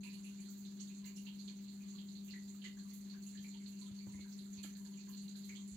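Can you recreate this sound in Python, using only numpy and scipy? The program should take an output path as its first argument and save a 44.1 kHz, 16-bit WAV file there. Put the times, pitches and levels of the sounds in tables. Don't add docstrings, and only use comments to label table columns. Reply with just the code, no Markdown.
import sys
import numpy as np
from scipy import signal
from scipy.fft import rfft, irfft
from scipy.io import wavfile

SR = 44100
rng = np.random.default_rng(int(sys.argv[2]) if len(sys.argv) > 2 else 0)


def nominal_scale(level):
    x = np.asarray(level, float) / 20
    return 10 ** x


def dump(signal):
    limited = np.clip(np.atleast_2d(signal).T, -1, 1)
    pcm = np.round(limited * 32767).astype(np.int16)
    wavfile.write(sys.argv[1], SR, pcm)


N = 254016

HUM_HZ = [150.1, 200.134, 400.268, 387.6]
# level_db (rms), left_minus_right_db
HUM_LEVELS = [(-87, -13.5), (-50, 2), (-89.5, 3), (-77.5, -0.5)]
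HUM_LEAD_RAD = 0.082

# start_s, peak_db, pitch_hz
LARGE = [(0.045, -57, 975), (0.159, -62, 1060), (0.48, -62, 1380), (1.03, -60, 995), (1.28, -61, 910),
         (1.5, -65, 1040), (1.84, -67, 1180), (1.934, -59, 1110), (2.547, -61.5, 1280), (2.644, -61, 1150),
         (2.774, -64, 1140), (2.85, -61.5, 1130), (3.13, -63, 1070), (3.548, -61, 918), (3.816, -59, 1000),
         (4.068, -57, 945), (4.258, -62, 945), (4.463, -61.5, 1320), (4.578, -62, 970), (4.639, -55, 1330),
         (4.803, -63.5, 955), (4.861, -62, 910), (5.082, -56.5, 1050), (5.581, -61, 1090)]
# start_s, peak_db, pitch_hz
MIDDLING = [(0.0644, -46, 2460), (0.3863, -58, 2360), (1.0426, -54, 2080), (1.045, -62, 1680),
            (1.483, -56.5, 2360), (1.8073, -56.5, 2470), (2.3361, -44, 1950), (2.6419, -41.5, 2010),
            (2.771, -56, 1640), (2.895, -60, 2020), (3.1413, -54.5, 1600), (3.352, -53, 1770),
            (3.4437, -48.5, 2310), (3.6, -58, 2190), (4.134, -53.5, 2060), (4.1844, -53.5, 2170),
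            (4.2447, -57.5, 1590), (4.638, -53.5, 1690), (4.85, -60, 1640), (4.9748, -54, 2510),
            (5.0714, -60, 1620), (5.35, -63, 1600), (5.4932, -43.5, 2230),
            (0.0337, -46.5, 2580), (0.133, -54, 2850), (0.2437, -49.5, 2610), (0.6519, -52.5, 3570),
          (0.7986, -55.5, 3000), (0.872, -56, 3600), (0.9, -55.5, 2550), (1.06, -52, 2800),
          (1.1708, -52.5, 2840), (1.2638, -48.5, 2720), (1.271, -48, 3060), (1.479, -50, 3310),
          (1.9856, -49, 3240), (2.153, -51.5, 3770), (2.2826, -50, 2700), (2.619, -48.5, 3020),
          (2.645, -44.5, 2980), (3.263, -58.5, 2730), (3.5415, -51.5, 3110), (3.7269, -60, 2780),
          (3.7714, -61, 2620), (3.8612, -52.5, 3320), (4.5787, -52, 2530), (4.6325, -47.5, 3120),
          (4.9347, -57, 3070), (5.097, -58.5, 3040), (5.135, -63, 2780), (5.452, -59, 3300),
          (5.5537, -46.5, 3240)]
# start_s, peak_db
SHARED_4K3 = [(0.0353, -54), (0.1023, -54), (0.1416, -51), (0.6512, -60), (1.044, -53.5), (1.3881, -50),
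              (1.477, -49.5), (1.6832, -52), (1.8308, -57.5), (1.952, -53.5), (2.087, -52), (2.1655, -55.5),
              (2.3073, -48), (2.6413, -51), (3.0979, -51), (3.267, -55), (3.3731, -54), (3.509, -56),
              (3.6606, -49), (3.8137, -51), (3.9869, -52), (4.2075, -52.5), (4.3894, -50.5), (4.5732, -52),
              (4.635, -52), (4.753, -53), (5.1336, -50.5), (5.1724, -51.5), (5.3562, -51.5), (5.4205, -53)]
SHARED_4K3_HZ, SHARED_4K3_SCATTER = 4300, 0.048
# start_s, peak_db
SHARED_6K8 = [(0.2453, -66), (0.4867, -54), (0.7683, -60), (0.808, -48), (0.9498, -58), (1.058, -50),
              (1.1617, -54), (1.482, -52), (1.6798, -64), (1.9054, -53.5), (2.2802, -58.5), (2.4763, -55),
              (2.6433, -51.5), (2.8816, -65), (3.2231, -57.5), (3.267, -50.5), (3.4241, -56), (3.484, -51.5),
              (3.615, -59), (3.7927, -54.5), (4.3234, -55), (4.5306, -48.5), (4.6333, -50), (5.1718, -52),
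              (5.2915, -54), (5.451, -61), (5.4919, -53), (5.5603, -55), (5.7173, -56)]
SHARED_6K8_HZ, SHARED_6K8_SCATTER = 6820, 0.072
# start_s, peak_db, pitch_hz
TINY = [(0.0348, -57.5, 10200), (0.1292, -57, 10500), (0.243, -57.5, 10200), (0.403, -56, 9600),
        (0.5, -59.5, 14800), (0.577, -59, 14000), (0.8041, -59, 9200), (1.053, -58.5, 14800),
        (1.1638, -57, 10100), (1.2181, -65, 14800), (2.2466, -58, 13500), (2.5445, -64, 14800),
        (2.9352, -52.5, 12200), (3.2337, -61, 11000), (3.2713, -61, 10500), (3.4256, -61, 11800),
        (3.679, -61.5, 12700), (3.806, -60, 10200), (3.8625, -56.5, 8500), (4.122, -58, 9400),
        (4.2856, -69, 14800), (4.3794, -59.5, 10400), (4.6308, -54, 11600), (4.77, -61, 12100),
        (4.8452, -64, 11000), (5.0918, -57.5, 13000), (5.217, -59.5, 10400), (5.364, -59, 11300),
        (5.447, -58, 11500), (5.6775, -55, 9600)]
# start_s, peak_db, pitch_hz
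MIXED = [(0.27, -54, 2810), (0.3, -67, 1510), (0.44, -62, 3460), (0.8, -48, 5540), (1.075, -54, 2310),
         (1.1, -65, 1070), (1.164, -48, 5600), (1.267, -54, 4140), (2.31, -58, 5370),
         (2.545, -68, 2770), (2.79, -53.5, 4300), (2.832, -65.5, 11060), (3.375, -53, 3130),
         (3.87, -64, 1300), (4.145, -62, 954), (4.326, -51.5, 5400), (4.64, -52, 2300), (4, -56, 2320),
         (4.75, -59, 1710), (4.85, -57, 7000), (4.8574, -56.5, 4470), (4.97, -62, 7000),
         (5.2495, -62, 2850), (5.2809, -51, 4070)]
# pitch_hz, cycles (to -60 dB)
RING_CYCLES = [(1000, 42), (2100, 36), (3000, 23), (4300, 5), (5400, 40), (6800, 4.5), (10500, 9.5)]
# pitch_hz, left_minus_right_db
SHADOW = [(1000, -2.5), (1600, 2), (2300, -3.5), (3200, -10.5), (4300, -17), (5400, -8), (6400, -12),
          (7000, -20.5), (14800, -25)]
PLACE_SCATTER_DB = 3
FIZZ_DB = [-73.5, -60.5]

# frequency_hz, level_db (per Hz)
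LEFT_PORT = [(700, -7), (1500, -4), (2600, -2), (3500, -4.5), (4400, -11.5), (5000, -14.5), (5900, -1.5),
             (6600, -3), (7200, -17), (8000, -29), (12000, -24), (15500, -15)]
# frequency_hz, level_db (per Hz)
RIGHT_PORT = [(900, -25.5), (1800, -18.5), (3300, -14.5), (3900, -5.5), (4400, 1.5), (4850, -8),
              (5300, -15.5), (5800, -18.5), (6250, -6), (7150, -0.5), (7750, -7.5), (8150, -21.5),
              (10900, -19.5), (15500, -23)]
PORTS = (LEFT_PORT, RIGHT_PORT)
# centre_hz, width_hz, lift_db
CAVITY = [(1000, 21, 12.5), (4850, 14.5, -22), (6330, 68, 8), (7060, 17, 8), (14800, 190, 10.5)]
# frequency_hz, t60_s
ROOM = [(800, 0.2), (2500, 0.22), (6000, 0.18), (14000, 0.28)]
LID_HZ = [1760, 1955, 2068, 2208, 2470, 2846, 3024, 3234, 3601, 3748, 4242, 4346, 4492, 6758]
LID_T60_S, LID_DB = 0.18, 6.5
DIRECT_DB, DIRECT_S = 11, 0.003

# start_s, peak_db, pitch_hz, ring_cycles, panel_db
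KNOCKS = [
    (3.388, -49, 85, 3.5, -23),
    (3.907, -45.5, 104, 8.4, -18),
    (4.066, -47.5, 112, 14, -4),
    (4.1, -62, 100, 8, -5),
    (4.141, -47, 83.4, 6.7, -12),
    (4.19, -51.5, 80, 7.1, -5.5),
    (4.575, -48, 95, 5.2, -34),
    (4.644, -64, 110, 4.0, 12.5),
    (5.712, -57, 63, 32, -24),
]
KNOCK_PAN_DB = -6
CONTACT_S = 0.0021

# frequency_hz, level_db (per Hz)
RUMBLE = [(22, -15), (45, -4.5), (62, -4.5), (100, -2), (150, 2.5), (185, 4), (230, 2), (300, -3),
          (340, -12.5), (420, -15.5), (600, -18.5), (1000, -21.5), (2000, -36)]
RUMBLE_DB = -65.5
# frequency_hz, likeness (0-1)
LIKENESS = [(40, 0.9), (70, 0.8), (130, 0.1), (200, 0.3), (300, 0.63), (600, 0.23), (1400, 0.07)]
# centre_hz, width_hz, level_db (rms), left_minus_right_db
CASE = [(190, 11.6, -65.5, 5.5), (367.5, 21.4, -79, 10)]
HISS_DB = [-76, -93.5]


def at_hz(points, hz):
    table = np.array(points)
    return np.interp(np.log(np.maximum(hz, 1)), np.log(table[:, 0]), table[:, 1])


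def rms_one(x):
    return x / np.sqrt(np.mean(x ** 2, axis=-1, keepdims=True) + 1e-20)


def sides(pan_db):
    return nominal_scale(np.array([[0.5], [-0.5]]) * pan_db)


def resonance(hz, centre_hz, width_hz):
    return 1 / (1 + ((hz - centre_hz) / width_hz) ** 2)


def coloured(noise, spectrum):
    hz = np.arange(len(noise) // 2 + 1) * SR / len(noise)
    return irfft(rfft(noise) * nominal_scale(at_hz(spectrum, hz)), len(noise))


def ring(clicks, hz, t60):
    decay = nominal_scale(-60 / (t60 * SR))
    turn = 2 * np.pi * min(hz, SR / 2.1) / SR
    feedback = [1, -2 * decay * np.cos(turn), decay * decay]
    return signal.lfilter([0, np.sin(turn)], feedback, clicks + 1e-18)


def pump():
    t = np.arange(N) / SR
    lead = np.array([[HUM_LEAD_RAD], [0]])
    hum = 0
    for hz, (db, pan) in zip(HUM_HZ, HUM_LEVELS):
        hum = hum + np.sqrt(2) * nominal_scale(db) * sides(pan) * np.sin(2 * np.pi * hz * t + lead)
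    return hum


def pitched(rows, hz, scatter):
    return [(s, db, hz * (1 + scatter * rng.uniform(-1, 1))) for s, db in rows]


def pops(places, rise, onset_cycles):
    out, t = np.zeros((2, N + SR)), np.arange(SR // 20) / SR
    alike = pitched(SHARED_4K3, SHARED_4K3_HZ, SHARED_4K3_SCATTER) + pitched(SHARED_6K8, SHARED_6K8_HZ, SHARED_6K8_SCATTER)
    bubbles = LARGE + MIDDLING + alike + TINY + MIXED
    for k, (s, db, hz) in enumerate(bubbles):
        turns, cycles = hz * t, at_hz(RING_CYCLES, hz)
        pan = at_hz(SHADOW, hz) + PLACE_SCATTER_DB * rng.uniform(-1, 1)
        swell = np.sin(np.pi / 2 * np.minimum(turns / onset_cycles, 1)) ** 2
        tone = np.sin(2 * np.pi * turns * (1 + rise * turns / cycles))
        tone = tone * nominal_scale(-60 * turns / cycles) * swell
        echo = places[k % len(places)][:, :SR // 4]
        heard = signal.fftconvolve(tone[None], echo, axes=1)
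        start = round((s - DIRECT_S) * SR)
        out[:, start:start + heard.shape[1]] += nominal_scale(db) * sides(pan) * rms_one(heard)
    return out[:, :N]


def fizz(places, per_s, spread_db, cycles):
    bursts = rng.random(N) < per_s / SR
    sizes = nominal_scale(spread_db * np.minimum(rng.exponential(1, N), 3)) * bursts
    pitches, dealt = np.geomspace(700, 16000, 36), rng.integers(0, 36, N)
    rings = [hz * ring(sizes * (dealt == k), hz, cycles / hz) for k, hz in enumerate(pitches)]
    out = 0
    for k, echo in enumerate(places):
        here = sum(rings[k::len(places)])
        out = out + signal.fftconvolve(here[None], echo, axes=1)[:, :N]
    return rms_one(out)


def room_echoes(port, swell_s):
    t = np.arange(SR // 2) / SR
    spectrum = rfft(coloured(rng.standard_normal(len(t)), port))
    hz, out = np.arange(len(t) // 2 + 1) * 2.0, 0
    edges = 250 * 2.0 ** np.arange(8)
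    for low, high in zip(edges, edges[1:]):
        band = irfft(spectrum * (hz >= low) * (hz < high), len(t))
        out = out + band * nominal_scale(-60 * t / at_hz(ROOM, 1.4 * low))
    building = 1 - 0.62 * np.exp(-t / swell_s)
    return out * building * (1 - np.exp(-t / 0.0015))


def under_lid(echo):
    resonant_gain = LID_T60_S * SR / (2 * np.log(1000))
    modes = sum(ring(echo, hz, LID_T60_S) * rng.uniform(0.3, 1) for hz in LID_HZ)
    return echo + nominal_scale(LID_DB) / resonant_gain * modes


def cavity(sound):
    hz = np.arange(len(sound) // 2 + 1) * SR / len(sound)
    lift_db = sum(db * resonance(hz, centre_hz, width_hz) for centre_hz, width_hz, db in CAVITY)
    return irfft(rfft(sound) * nominal_scale(lift_db), len(sound))


def place():
    click = nominal_scale(DIRECT_DB) * (np.arange(SR // 2) == round(DIRECT_S * SR))
    left, right = [under_lid(coloured(click, port) + room_echoes(port, swell_s=0.019)) for port in PORTS]
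    return np.array([left, cavity(right)])


def knocks(panel_hz, panel_t60):
    out, t = np.zeros((2, N + SR)), np.arange(SR // 3) / SR
    contact = 1 - np.exp(-(t / CONTACT_S) ** 2)
    for s, db, hz, cycles, panel_db in KNOCKS:
        push = np.sin(2 * np.pi * hz * t) * nominal_scale(-60 * t * hz / cycles) * (1 - np.exp(-t * hz * 2))
        panel = np.sin(2 * np.pi * panel_hz * t) * nominal_scale(panel_db - 60 * t / panel_t60)
        dull = signal.lfilter([0.03], [1, -1.8, 0.81], rng.standard_normal(len(t)))
        tick = dull * nominal_scale(panel_db - 60 * t / 0.056)
        start = round(s * SR)
        knock = (1.24 * push + panel + tick) * contact
        out[:, start:start + len(t)] += nominal_scale(db) * sides(KNOCK_PAN_DB) * knock
    return out[:, :N]


def rumble():
    mid, side = rfft(rng.standard_normal((2, N)))
    hz = np.arange(len(mid)) * SR / N
    alike = np.clip(at_hz(LIKENESS, hz), 0, 1)
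    pair = np.sqrt(1 + alike) * mid + np.sqrt(1 - alike) * side * [[1], [-1]]
    out = nominal_scale(RUMBLE_DB) * rms_one(irfft(pair * nominal_scale(at_hz(RUMBLE, hz)), N))
    for centre_hz, width_hz, db, pan in CASE:
        flow = rfft(rng.standard_normal(N))
        shaken = irfft(flow * resonance(hz, centre_hz, width_hz), N)
        out = out + nominal_scale(db) * sides(pan) * rms_one(shaken)
    return out


def scene():
    places = [place() for spot in range(6)]
    froth = fizz(places, per_s=600, spread_db=3.6, cycles=12.0)
    foam = nominal_scale(np.array(FIZZ_DB))[:, None] * froth
    water = nominal_scale(-23) * pops(places, rise=0.013, onset_cycles=1.51) + foam
    return pump() + water + knocks(panel_hz=297, panel_t60=0.096) + rumble()


def low_pass(x):
    return signal.sosfilt(signal.butter(12, 15770, fs=SR, output="sos"), x)


def record(dry):
    hiss = nominal_scale(np.array(HISS_DB))[:, None] * rng.standard_normal(dry.shape)
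    bass_cut = signal.butter(3, 40, "high", fs=SR, output="sos")
    mix = signal.sosfilt(bass_cut, dry + hiss)
    return low_pass(mix)


dry = scene()
out = record(dry)
dump(out)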